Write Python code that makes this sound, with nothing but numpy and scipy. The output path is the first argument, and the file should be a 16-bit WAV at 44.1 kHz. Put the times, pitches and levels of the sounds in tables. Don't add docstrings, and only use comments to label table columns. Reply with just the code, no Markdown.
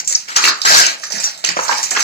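import sys
import numpy as np
from scipy import signal
from scipy.fft import rfft, irfft, next_fast_len
from scipy.io import wavfile
from scipy.ndimage import map_coordinates

SR = 44100
rng = np.random.default_rng(int(sys.argv[2]) if len(sys.argv) > 2 else 0)


def persist_wave(psi):
    counts = np.round(np.clip(psi, -1, 1) * 32767).astype(np.int16)
    wavfile.write(sys.argv[1], SR, np.atleast_2d(counts).T)


def boost_factor(decibels):
    exponent = np.asarray(decibels, float) / 20
    return 10 ** exponent


N = 89567

# time in seconds, level in dB.
RUBBING = [(0, -23.5), (.07, -72.5), (.1, -30), (.26, -44), (.61, -34), (1.0, -38), (1.09, -35),
           (1.13, -25), (1.23, -26.5), (1.33, -35), (1.43, -41), (1.47, -22), (1.55, -33), (1.63, -23.5),
           (1.75, -25.5), (1.82, -26.5), (1.89, -28.5), (2.03, -21)]
# pitch in Hz, level in dB.
RUB_COLOUR = [(100, -0.5), (300, -11.5), (700, -1), (1500, 3), (3100, -2), (4500, 3.5), (7000, 6.5),
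              (12000, -6)]
# start in seconds, peak in dB, pitch in Hz, time to fall 60 dB in seconds.
BLADE_TOUCHES = [
    (.1495, 0, 6040, 0.035),
    (.1535, 1.5, 5400, 0.03),
    (.164, -20, 5900, 0.013),
    (1.036, -25, 5930, 0.51),
    (1.240, -12, 5960, 0.13),
    (1.252, -10, 5680, 0.15),
]
# start in seconds, peak in dB, pitch in Hz, time to fall 60 dB in seconds.
THUDS = [
    (.001, -38, 150, 0.23),
    (.47, -27.5, 310, 0.25),
    (1.139, -25, 182, 0.13),
    (1.487, -26, 160, 0.18),
    (1.568, -27.5, 177, 0.14),
    (1.906, -34.5, 200, 0.48),
]
# start in seconds, peak in dB, pitch in Hz, time to fall 60 dB in seconds.
BOARD_KNOCKS = [(.03, -32, 706, 0.05), (.124, -28, 2030, 0.12), (.279, -30, 2080, 0.23),
                (.362, -15.5, 1287, 0.79), (.363, -12.5, 2830, 0.14), (.44, -1, 2460, 0.03),
                (.449, -10.5, 2380, 0.16), (.475, -14.5, 1290, 0.11), (.486, -9.5, 1540, 0.13),
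                (.657, -13.5, 1435, 0.3), (.70, -16.5, 644, 0.61), (.835, -13, 2500, 0.27),
                (1.035, -20.5, 1590, 0.058), (1.105, -33.5, 676, 1), (1.24, -30, 1460, 0.2),
                (1.439, -14, 690, 0.036), (1.446, -10.5, 2480, 0.041), (1.489, -10.5, 1910, 0.065),
                (1.5, -18.5, 2920, 0.12), (1.567, -9.5, 678, 0.066), (1.57, -14, 1540, .08),
                (1.589, -8, 1290, 0.043), (1.628, -29, 1510, 0.13), (1.61, -25.5, 894, 0.93),
                (1.681, -20, 1290, 0.12), (1.693, -6.5, 963, 0.029), (1.703, -19, 910, 0.031),
                (1.711, -13.5, 1530, 0.086), (1.719, -15, 1000, 0.14), (1.727, -10, 2200, 0.032),
                (1.731, -25, 1000, 0.066), (1.742, -25, 2040, 0.065), (1.79, -22.5, 950, 0.09),
                (1.914, -18, 1950, 0.094), (1.914, -21, 685, 0.15), (1.949, -14.5, 1490, 0.15),
                (1.962, -13, 1490, 0.031), (1.967, -12.5, 1390, 0.078), (1.973, -13, 2690, 0.062),
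                (1.99, -21, 1480, 0.047), (2.008, -20, 2400, 0.042)]
# start in seconds, peak in dB, pitch in Hz, time to fall 60 dB in seconds.
CLEAN_KNOCKS = [
    (1.568, -8, 715, 0.021),
    (1.568, -13.5, 1220, 0.018),
    (1.589, -11, 1294, 0.041),
    (1.589, -9.5, 983, 0.043),
    (1.589, -17, 528, 0.083),
    (1.693, -4.5, 939, 0.055),
    (1.694, -10.5, 1600, 0.082),
    (1.966, -43, 1350, 0.034),
]
# start in seconds, peak in dB, pitch in Hz,
# time to fall 60 dB in seconds, left over right in dB.
GLUE_SNAPS = [(.001, -10, 6200, 0.015, 4), (.045, -24.5, 6300, 0.34, -3), (.074, -11, 7230, 0.3, -6.5),
              (.124, -12, 6700, 0.097, 3), (.153, -22, 6260, 0.15, 8), (.161, -28, 5840, 0.027, 0),
              (.178, -29, 5700, 0.39, -10), (.362, -6, 5930, 0.13, 4), (.4486, -16, 5700, 0.053, 8),
              (.475, -11, 6350, 0.041, -2), (.4816, -5.5, 4350, 0.06, -13), (.497, -17, 4800, 0.049, 6),
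              (.616, -10.5, 4580, 0.07, -8.5), (.7416, -4, 4170, .08, -2), (.798, -4, 7000, 0.062, -4),
              (.8548, -8.5, 5020, 0.031, -15), (.864, -4.5, 6240, 0.041, 4), (.893, -19.5, 6100, .1, 4),
              (1.02, -32.5, 5730, 0.29, -12), (1.035, -22.5, 4900, 0.12, -32), (1.1, -27, 5460, 0.56, -19),
              (1.12, -15.5, 5550, 0.074, -11), (1.198, -19.5, 7700, 0.35, -12),
              (1.239, -9, 6700, 0.11, -2.5), (1.263, -24.5, 5030, 0.28, -18),
              (1.374, -30.5, 7700, 0.25, -8), (1.44, -14, 4260, 0.07, -5), (1.445, -4.5, 6260, 0.032, -6),
              (1.488, -7.5, 4850, 0.033, -10.5), (1.68, -19.5, 5300, 0.45, -29),
              (1.775, -17.5, 5500, 0.15, -27), (1.828, -7.5, 6750, 0.048, 3),
              (1.836, -14.5, 6300, 0.19, -12), (1.906, -10.5, 7050, 0.19, -7.5),
              (1.964, -14, 4700, .06, -12.5), (1.993, -12.5, 6300, 0.15, 2), (2.005, -9.5, 5570, 0.043, -9),
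              (2.024, -11, 5030, 0.03, -2)]
# time in seconds, strength of the pull in dB, bending of the board in dB.
PULLS = [
    [(.275, -57, 6), (.285, -25.5, 3), (.352, -32, 0.5), (.364, -10, -2.5), (.418, -21.5, -5.5),
     (.448, -8.5, -6.5), (.5, -17, -11), (.537, -66, 29.5), (.61, -45, 1)],
    [(.648, -21.5, 7), (.653, -8.5, -2.5), (.72, -8, -1.5), (.79, -4, -6), (.815, -10, -0.5),
     (.846, -13.5, -5), (.88, -17.5, -0.5), (.955, -30, -2), (.98, -65, -3)],
]
# pitch in Hz, level in dB.
TEAR_COLOUR = [(100, -3), (300, -11), (700, -7.5), (1500, 8), (2800, -6), (4400, 10.5), (6500, 9),
               (12000, 0)]

RUB_PAN_DB, KNOCK_PAN_DB, TEAR_PAN_DB, FLEX_PAN_DB = -6.5, -2, -0.6, 1.5
LAG_S, KNOCK_LAG_S, FLEX_LAG_S, LAG_WANDER_S = 20 / 44100, 8 / 44100, 17 / 44100, 1.3 / 44100
ROOM_T60_S, ROOM_DB, WALL_CUT_HZ = 0.25, 1.5, 4500
RUMBLE_DB, RUMBLE_HZ = -49, 200
TICK_T60_S = 0.03
KNOCK_Q, KNOCK_WIDE_DB, KNOCK_DB, KNOCK_TICK_DB, KNOCK_RISE_S = 3.04, -13, -3.5, -5.5, 0.0008
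SNAP_Q, SNAP_WIDE_DB, SNAP_DB, SNAP_TICK_DB, SNAP_RISE_S = 3.57, -8, -2, -10.5, 0.002
BOARD_HZ, BOARD_WIDTH_HZ, BOARD_DB, FLEX_BELOW_HZ = 1586, 77, -8.5, 3300
DIP_HZ, DIP_WIDTH_HZ, DIP_DB, BASS_CUT_HZ = 3505, 130, -5.5, 221
TOP_HZ, TOP_DB, GAP_HZ, CUTOFF_HZ = 7950, -12.5, 8300, 15800


def rms_one(x):
    return x / np.sqrt(np.mean(x ** 2) + 1e-20)


def curve(rows):
    s, *columns = np.transpose(rows)
    t = np.arange(N) / SR
    return [np.interp(t, s, column, left=-90, right=-90) for column in columns]


def drift(rate_hz):
    r = np.exp(-2 * np.pi * rate_hz / SR)
    settle = 9000
    wandering = signal.lfilter([1], [1, -2 * r, r * r], rng.standard_normal(N + settle))
    return rms_one(wandering[settle:])


def peak(x, hz, width_hz):
    r = np.exp(-np.pi * width_hz / SR)
    feedback = [1, -2 * r * np.cos(2 * np.pi * hz / SR), r * r]
    return signal.lfilter([(1 - r * r) / 2, 0, (r * r - 1) / 2], feedback, x)


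def double_peak(x, hz, q):
    return peak(peak(x, hz, hz / q), hz, 2 * hz / q)


def cracks(per_s, spread_db):
    size = boost_factor(spread_db * np.minimum(rng.exponential(1, N), 5)) * rng.choice([-1, 1], N)
    happens = rng.random(N) < per_s / SR
    return rms_one(size * happens + 1e-12)


def grains(colour, per_s, spread_db, q, patchy_db):
    pitches = np.geomspace(90, 15000, 30)
    colour_hz, colour_db = np.array(colour).T
    gains_db = np.interp(np.log(pitches), np.log(colour_hz), colour_db)
    clump = drift(140)
    rows = []
    for hz, db in zip(pitches, gains_db):
        level = boost_factor(db + patchy_db * (drift(16.0) + 0.5 * clump))
        rows.append(level * double_peak(cracks(per_s, spread_db), hz, q))
    rows = np.array(rows)
    return pitches, rows / np.sqrt(np.mean(rows.sum(0) ** 2))


def place(x, pan_db, lag_s=LAG_S, wander=1):
    lag = lag_s + wander * LAG_WANDER_S * drift(21.3)
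    late = map_coordinates(x, [np.arange(N) - lag * SR], order=3)
    return np.array([x * boost_factor(pan_db / 2), late * boost_factor(-pan_db / 2)])


def burst(s, db, t60, tick_db, rise_s):
    t = np.maximum(np.arange(N) / SR - s, 0)
    run = boost_factor(-60 * t / max(t60, 0.02))
    tick = boost_factor(tick_db - 60 * t / TICK_T60_S)
    return boost_factor(db) * np.minimum(t / rise_s, 1) * (run + tick)


def struck(rows, rise_s):
    s, db, hz, t60 = np.array(rows).T[:, :, None]
    t = np.maximum(np.arange(N) / SR - s, 0)
    tones = boost_factor(db - 60 * t / t60) * np.minimum(t / rise_s, 1) * np.sin(2 * np.pi * hz * t)
    return tones.sum(0)


def rumble():
    low_pass = signal.butter(2, RUMBLE_HZ, fs=SR, output="sos")
    return boost_factor(RUMBLE_DB) * rms_one(signal.sosfilt(low_pass, rng.standard_normal((2, N))))


def room(x):
    size = next_fast_len(N + SR)
    hz = np.arange(size // 2 + 1) * SR / size
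    lags = rng.uniform(0.008, 0.035, (2, 16, 1))
    dulling = np.sqrt(1 + (hz / WALL_CUT_HZ) ** 4 * lags * 20)
    loop = boost_factor(-60 * lags / ROOM_T60_S) * np.exp(-2j * np.pi * hz * lags) / dulling
    echoes = (loop / (1 - loop)).sum(1) / 4
    return boost_factor(ROOM_DB) * irfft(rfft(x, size) * echoes, size)[:, :N]


def rustle():
    _, rows = grains(RUB_COLOUR, per_s=2300, spread_db=0.57, q=5.4, patchy_db=4.5)
    return place(boost_factor(curve(RUBBING)[0] + 3.0) * rows.sum(0), RUB_PAN_DB)


def blade():
    return place(struck(BLADE_TOUCHES, rise_s=0.00027), 0)


def clean_knocks():
    return place(struck(CLEAN_KNOCKS, rise_s=0.0024), KNOCK_PAN_DB, KNOCK_LAG_S)


def knocks():
    drag = [cracks(4000, 1.5) * boost_factor(1.8 * drift(100)) for _ in range(3)]
    band = signal.butter(2, [250, 3000], "band", fs=SR, output="sos")
    wide = rms_one(signal.sosfilt(band, drag[2]))
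    out = 0
    for k, (s, db, hz, t60) in enumerate(BOARD_KNOCKS + THUDS):
        ring = rms_one(double_peak(drag[k % 2], hz, KNOCK_Q))
        loudness = burst(s, db + KNOCK_DB, t60, KNOCK_TICK_DB, KNOCK_RISE_S)
        out = out + loudness * (ring + boost_factor(KNOCK_WIDE_DB) * wide)
    return place(out, KNOCK_PAN_DB, KNOCK_LAG_S, wander=8.6)


def snaps():
    spray = [cracks(9000, 2.8) * boost_factor(0.5 * drift(150)) for _ in range(3)]
    high_pass = signal.butter(2, 3600, "high", fs=SR, output="sos")
    wide = rms_one(signal.sosfilt(high_pass, spray[2]))
    out = 0
    for k, (s, db, hz, t60, pan_db) in enumerate(GLUE_SNAPS):
        ring = rms_one(double_peak(spray[k % 2], hz, SNAP_Q))
        sides = boost_factor(np.clip(pan_db, -10, 3) * np.array([[0.5], [-0.5]]))
        loudness = burst(s, db + SNAP_DB, t60, SNAP_TICK_DB, SNAP_RISE_S)
        out = out + sides * loudness * (ring + boost_factor(SNAP_WIDE_DB) * wide)
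    left, right = out
    return np.array([left, place(right, 0)[1]])


def tearing():
    pitches, rows = grains(TEAR_COLOUR, per_s=7000, spread_db=1.5, q=4.25, patchy_db=2.0)
    low = rows[pitches < FLEX_BELOW_HZ].sum(0)
    high = rows[pitches >= FLEX_BELOW_HZ].sum(0)
    board = boost_factor(BOARD_DB) * rms_one(peak(cracks(2700, 1.1), BOARD_HZ, BOARD_WIDTH_HZ))
    first, second = curve(PULLS[0]), curve(PULLS[1])
    pull = boost_factor(first[0]) + boost_factor(second[0])
    flex = boost_factor(sum(first) + 7.0) + boost_factor(sum(second) + 6.0)
    bright = pull * high + boost_factor(sum(second)) * board
    bright = place(bright, TEAR_PAN_DB, wander=1.57)
    return bright + place(flex * low, FLEX_PAN_DB, FLEX_LAG_S, wander=1.93)


def scene():
    sources = rustle() + blade() + clean_knocks() + knocks() + snaps() + tearing()
    return rumble() + room(sources.mean(0)) + sources


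def top_cut(x):
    return signal.sosfilt(signal.butter(12, 15800, fs=SR, output="sos"), x)


def record(dry):
    hz = np.arange(N // 2 + 1) * SR / N + 1
    dip = boost_factor(DIP_DB * np.exp(-((hz - DIP_HZ) / DIP_WIDTH_HZ) ** 2))
    bass_cut = 1 / (1 + (BASS_CUT_HZ / hz) ** 2)
    main_band = 1 / (1 + (hz / TOP_HZ) ** 60)
    weak_treble = boost_factor(TOP_DB) / (1 + np.minimum(GAP_HZ / hz, 9) ** 80) * (hz < CUTOFF_HZ)
    heard = irfft(rfft(dry) * dip * bass_cut * (main_band + weak_treble), N)
    return top_cut(np.clip(heard, -1, 1))


dry = scene()
out = record(dry)
persist_wave(out)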